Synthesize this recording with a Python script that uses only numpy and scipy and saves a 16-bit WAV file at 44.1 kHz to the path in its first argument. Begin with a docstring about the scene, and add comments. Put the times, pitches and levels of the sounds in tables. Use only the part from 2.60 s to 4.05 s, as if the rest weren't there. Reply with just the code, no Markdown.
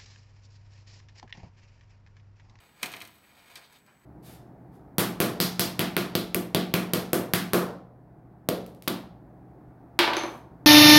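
"""Low room noise, the camera's thin whine and a faint scrape, on one microphone close to the work.
In a workshop, a hand works a tie wire on a foam panel covered in wire mesh. The wire snaps free, the
panel thumps and the mesh rattles. The wire scrapes on, catches once more, and the hand brushes back.
Each click runs along the wire as a bending wave, so its treble reaches the microphone first."""
import sys
import numpy as np
from scipy import signal
from scipy.fft import rfft, irfft, next_fast_len
from scipy.io import wavfile

SR = 44100
rng = np.random.default_rng(int(sys.argv[2]) if len(sys.argv) > 2 else 0)


def inscribe(sig):
    """Save sig as 16-bit PCM at rate SR to the path in sys.argv[1].

    A 1-D sig is mono; a 2-D sig holds one channel per row.
    Samples are clipped to [-1, 1] before scaling.
    """
    pcm = np.round(np.clip(np.atleast_2d(sig).T, -1, 1) * 32767)
    wavfile.write(sys.argv[1], SR, pcm.astype(np.int16))


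N = 63945
T = np.arange(N) / SR
SIZE = next_fast_len(2 * N)
HZ = np.maximum(np.arange(SIZE // 2 + 1) * SR / SIZE, 1)

# Tone of the room, the hand's brushing, the wire on foam, the loose mesh and an arriving click.
# Each row: frequency in Hz, relative level in dB.
ROOM_TONE = [(25, -16), (55, -3.5), (140, 0.5), (280, -0.5), (450, -7), (750, -7), (1200, -12), (2200, -12),
             (4000, -28), (5600, -28.5), (6600, -24.5), (9000, -24.5), (11000, -29), (13000, -22),
             (16000, -25)]
BRUSH_TONE = [(150, -12), (400, 3), (900, 6), (2100, 3), (3000, -6.5), (6000, -20), (16000, -32)]
SCRAPE_TONE = [(150, -22), (480, -8), (720, -0.5), (1100, -0.5), (2300, -1), (3100, -3.5), (3900, -1),
               (4850, -8), (5500, -15), (6600, -12.5), (9300, -11.5), (10400, -18.5), (12500, -10.5),
               (16000, -15.5)]
CHATTER_TONE = [(500, -14), (2400, 1), (4500, 0), (5600, -22), (6600, -17), (9000, 3), (11000, -1),
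                (13000, 8), (16000, 1)]
CLICK_TONE = [(150, -21.5), (600, -11.5), (1100, -5), (1600, 1.5), (2300, 0.5), (3200, -1.5), (4200, -1),
              (5700, -16.5), (6600, -2), (7800, -12.5), (8800, -2), (11000, -12), (12500, -4), (13600, -9),
              (14800, -16)]
# Course of the hand's brushing and of the wire's pressure on the foam.
# Each row: time in seconds, relative level in dB.
BRUSH_SWELL = [(1.25, -111), (1.28, -57.5), (1.32, -61), (1.36, -77), (1.40, -85), (1.42, -62.5),
               (1.45, -93)]
SCRAPE_PRESSURE = [(0, -61), (.07, -64), (.13, -67), (.2, -59), (.25, -49), (.61, -71.5), (.64, -63.5),
                   (.74, -63.5), (0.789, -58.5), (.82, -63), (.9, -56), (.95, -56), (1.055, -59),
                   (1.09, -66.5), (1.13, -60), (1.165, -60.5), (1.23, -75), (1.45, -72.5)]
# Resonances of the scraped panel and the caught strand. Each row: centre in Hz, width in Hz, gain in dB.
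PANEL_PEAKS = [(699, 34, 9.5), (967, 44, 9), (2440, 160, 6), (4830, 170, 1)]
CAUGHT_PEAKS = [(590, 51, 12.5), (1570, 270, 5.5), (3620, 340, 6), (4770, 450, 11), (9250, 530, 2.5)]
# The wire's end scratches. Each row: peak time in seconds, length in seconds, level in dB, pitch in Hz.
END_SCRATCHES = [(.640, 0.033, -63, 2220), (0.795, 0.013, -62, 4340), (0.907, .015, -60, 2360),
                 (1.052, 0.031, -57, 3740), (1.154, 0.041, -64.5, 3720), (1.275, 0.018, -68, 4500)]
# What rings on: the panel's recoil, its higher modes, the shivering mesh, the frame and workshop.
# Each row: frequency in Hz, relative level in dB, seconds to fall by 60 dB.
RECOIL_MODES = [(146.8, -11.5, 0.69), (183, -0.5, 0.13), (229, 4, 0.17), (309.4, -8.5, 1), (489, 4, 0.095),
                (661.3, 2.5, 0.19), (776, -20, 0.45), (1000, 5, 0.075), (1530, -13, 0.046)]
PANEL_MODES = [(671.5, 0, 0.44), (730, 4.5, 0.47), (1048, 2, 0.39), (1635, -5, 0.51), (1728, -8, 0.51),
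               (1853, -2, 0.4), (2100, -8, 0.49), (2332, -2, 0.26), (2485, 5, 0.5), (2570, 0, 0.63),
               (2955, 0, .45), (3120, -3, 0.42)]
MESH_SHIVER = [(150, -33, 0.08), (505, -11, 0.046), (1170, -3.5, 0.12), (2300, 4.5, 0.035),
               (3960, 0.5, 0.036), (5700, -7, 0.077), (9000, -4.5, .07), (10800, -14, 0.1),
               (13600, -11, .05), (15900, -31, 0.033)]
WORKSHOP_RING = [(99, -2.5, 1), (285, 3.5, 0.26), (700, -2.5, 0.41), (1190, -4, 0.89), (2320, 1, 0.29),
                 (4040, -6, 0.71), (5560, -14, 0.7), (9100, -12, 0.12), (11200, -15, 0.16),
                 (13600, -14, 0.38), (16000, -22, 0.41)]
# The wire gives, snaps and rattles; later the mesh catches, lets go and bounces.
# Each row: start in seconds, relative level in dB, tilt in dB per octave, extra treble in dB.
WIRE_SNAPS = [(.2258, -21.5, -5, 5), (.2291, 0.1, 0, -0.5), (0.2553, -23, -1.5, 5), (.2578, -12, 0, 1.5),
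              (0.3172, -23, -1, 6.5), (.3255, -21.5, -1.5, 4), (0.3359, -10.5, -1, -10),
              (0.3634, -25, 4, -1.5), (.3660, -17, 2.5, -13), (.4030, -20, 1.5, -2),
              (0.4121, -12.5, 1, -26), (.4180, -17, 2.5, -3.5), (0.4502, -22.5, 2, -3),
              (0.474, -33.5, 9.5, -3.5)]
MESH_CATCHES = [(.9545, -23.5, 2.5, 0), (.9570, -23.5, -0.5, 0.5), (.9600, -31.5, -2, -9),
                (.9675, -32, 1, -9), (.9735, -30, 1.5, 3)]
# Light ticks of wire on wire. Each row: start in seconds, relative level in dB.
WIRE_TICKS = [(.555, -39.5), (.583, -41), (1.043, -50), (1.1250, -40), (1.13, -36.5), (1.161, -43),
              (1.186, -40), (1.2622, -41), (1.283, -52)]
# Narrow dips in the sound. Each row: centre in Hz, width in Hz.
NARROW_DIPS = [(2760, 70), (3375, 120), (7240, 520), (10790, 520), (14460, 550)]


def from_db(db):
    """Decibels to gain."""
    return 10 ** (np.asarray(db) / 20)


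def at_hz(table, hz, column=1):
    """Read a column of a table on a log-frequency axis."""
    rows = np.array(table)
    return np.interp(np.log(hz), np.log(rows[:, 0]), rows[:, column])


def level(points):
    """Gain over time from rows of seconds and dB."""
    return from_db(np.interp(T, *np.transpose(points)))


def causal(db):
    """Minimum-phase response with this gain, so that nothing sounds early."""
    cepstrum = irfft(np.log(from_db(db)), SIZE)
    cepstrum[1:SIZE // 2] *= 2
    cepstrum[SIZE // 2 + 1:] = 0
    return np.exp(rfft(cepstrum))


def colour(x, tone):
    """Filter by rows of Hz and dB."""
    return irfft(rfft(x, SIZE) * causal(at_hz(tone, HZ)), SIZE)[:N]


def through(x, response):
    """Sound x through an impulse response."""
    return signal.fftconvolve(x, response)[:N]


def rms_one(x):
    """Scale to unit level."""
    return x / np.sqrt(np.mean(x ** 2) + 1e-20)


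def resonate(x, peaks):
    """Lift a few resonances out of a sound."""
    for hz, width_hz, db in peaks:
        x = x + (from_db(db) - 1) * signal.lfilter(*signal.iirpeak(hz, hz / width_hz, fs=SR), x)
    return x


def background(room_db=-64, whine_db=-73, whine_hz=7870, wobble_hz=25, wobbles_per_s=30):
    """Steady room noise and the camera's thin whine, wobbling thirty times a second."""
    room = rms_one(colour(rng.standard_normal(N), ROOM_TONE))
    pitch_hz = whine_hz + wobble_hz * np.sin(2 * np.pi * wobbles_per_s * T)
    whine = np.sin(2 * np.pi * np.cumsum(pitch_hz) / SR)
    return from_db(room_db) * room + from_db(whine_db) * whine


def friction(tone, peaks=(), slips_per_s=1800, spread_db=3, shiver_gain=0.73, shiver_s=0.0078):
    """Many tiny slips, each followed by a shiver of the mesh; unit level."""
    sizes = from_db(spread_db * np.minimum(rng.exponential(1, N), 4))
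    signs = rng.choice([-1, 1], N)
    slips = sizes * signs * (rng.random(N) < slips_per_s / SR)
    shiver = rms_one(rng.standard_normal(N) * np.exp(-T / shiver_s)) / np.sqrt(N)
    rubbing = colour(slips + shiver_gain * through(slips, shiver), tone)
    return rms_one(resonate(rubbing, peaks))


def hand_brush():
    """The hand brushes back over the panel with a soft, dull rub."""
    return level(BRUSH_SWELL) * friction(BRUSH_TONE)


def scratches(skirt_db=-14, step_octaves=0.5):
    """The wire's end scratches: brief swells of friction, each around its own pitch."""
    out = 0
    for peak_s, length_s, db, hz in END_SCRATCHES:
        tone = [(hz * 2 ** (step * step_octaves), abs(step) * skirt_db) for step in range(-2, 3)]
        swell = np.exp(-(2 * (T - peak_s) / length_s) ** 2)
        out = out + from_db(db) * swell * friction(tone)
    return out


def wire_scrape(gain_db=1.5):
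    """The wire drags over the foam, louder under pressure, and the panel resonates."""
    return from_db(gain_db) * level(SCRAPE_PRESSURE) * friction(SCRAPE_TONE, PANEL_PEAKS)


def mesh_chatter(start_s=0.235, start_db=-53, fall_db_per_s=40, until_s=0.68, release_s=0.053):
    """Loose mesh goes on rattling finely after the snap, dying away."""
    fall = from_db(start_db - fall_db_per_s * (T - start_s)) * (T > start_s)
    release = np.exp(-np.maximum(T - until_s, 0) / release_s)
    return fall * release * friction(CHATTER_TONE, slips_per_s=950)


def ringing(modes, t):
    """Struck modes: decaying sines in random phase."""
    return sum(from_db(db - 60 * t / t60) * np.sin(2 * np.pi * (hz * t + rng.random()))
               for hz, db, t60 in modes)


def panel_thump(start_s=0.2268, gain_db=-44, rise_s=0.003):
    """At the first snap the light panel springs back in its low modes."""
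    age = np.maximum(T - start_s, 0)
    return from_db(gain_db) * ringing(RECOIL_MODES, age) * (1 - np.exp(-age / rise_s))


def dense_ring(table, build_s):
    """Dense ringing: third-octave bands of noise, each with its own energy and decay."""
    white, out = rfft(rng.standard_normal(N), SIZE), 0
    edges = np.geomspace(70, 18000, 25)
    build = 1 - np.exp(-T / build_s)
    for low, high in zip(edges, edges[1:]):
        hz = np.sqrt(low * high)
        band = irfft(white * ((HZ >= low) & (HZ < high)), SIZE)[:N]
        decay = from_db(-60 * T / at_hz(table, hz, column=2))
        gain = np.sqrt(2 * (high - low) / SR / N) * from_db(at_hz(table, hz))
        out = out + gain * rms_one(band * decay * build)
    return out


def wire_echoes(echo_db=-5, spread_s=0.0011, dull_hz=4500):
    """Twists in the mesh scatter the wave, so duller copies follow within milliseconds."""
    scatter = rms_one(rng.standard_normal(N) * T * np.exp(-T / spread_s))
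    dulled = signal.sosfilt(signal.butter(2, dull_hz, fs=SR, output="sos"), scatter)
    return from_db(echo_db) * dulled / np.sqrt(N)


def bending_waves(rows, travel_s=0.0042, travel_at_hz=1001, pivot_hz=3500, treble_hz=5200):
    """One pulse per row, spread into a falling chirp because treble runs faster along the wire."""
    octaves = np.log2(np.clip(HZ, 700, 14000) / pivot_hz)
    shelf = 1 / (1 + (treble_hz / HZ) ** 6)
    pulses = sum(causal(db + tilt * octaves + treble_db * shelf) * np.exp(-2j * np.pi * HZ * start_s)
                 for start_s, db, tilt, treble_db in rows)
    lag_cycles = 2 * travel_s * np.sqrt(travel_at_hz * HZ)   # travel time goes as 1 / sqrt(frequency)
    return irfft(pulses * np.exp(-2j * np.pi * lag_cycles), SIZE)[:N]


def wire_clicks(direct_db=3.5, shiver_db=1.5, catch_shiver_db=3, workshop_db=1, panel_db=-54):
    """Snaps, ticks and catches reach the microphone as a chirp, a shiver of mesh and a long ring."""
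    workshop = from_db(workshop_db) * dense_ring(WORKSHOP_RING, build_s=0.0046)
    shiver = from_db(shiver_db) * dense_ring(MESH_SHIVER, build_s=0.00038)
    panel = from_db(panel_db) * ringing(PANEL_MODES, T)
    ticks = [(start_s, db, 3, 0) for start_s, db in WIRE_TICKS]   # tilted up 3 dB per octave
    snaps = bending_waves(WIRE_SNAPS + ticks)
    catches = resonate(bending_waves(MESH_CATCHES), CAUGHT_PEAKS)
    hits = snaps + catches
    direct = from_db(direct_db) * colour(hits + through(hits, wire_echoes()), CLICK_TONE)
    mesh = through(snaps + from_db(catch_shiver_db) * catches, shiver)
    return direct + mesh + through(hits, workshop + panel)


def scene():
    """The work on the panel in front, room noise and whine behind, in mono."""
    work = wire_clicks() + wire_scrape() + hand_brush() + panel_thump() + mesh_chatter() + scratches()
    return (work + background())[None]


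def record(dry, cutoff_hz=15700):
    """Narrow dips are cut into the sound, then the top is cut steeply."""
    for hz, width_hz in NARROW_DIPS:
        dry = signal.lfilter(*signal.iirnotch(hz, hz / width_hz, fs=SR), dry)
    return signal.sosfilt(signal.ellip(10, .3, 70, cutoff_hz, fs=SR, output="sos"), dry)


dry = scene()
out = record(dry)
inscribe(out)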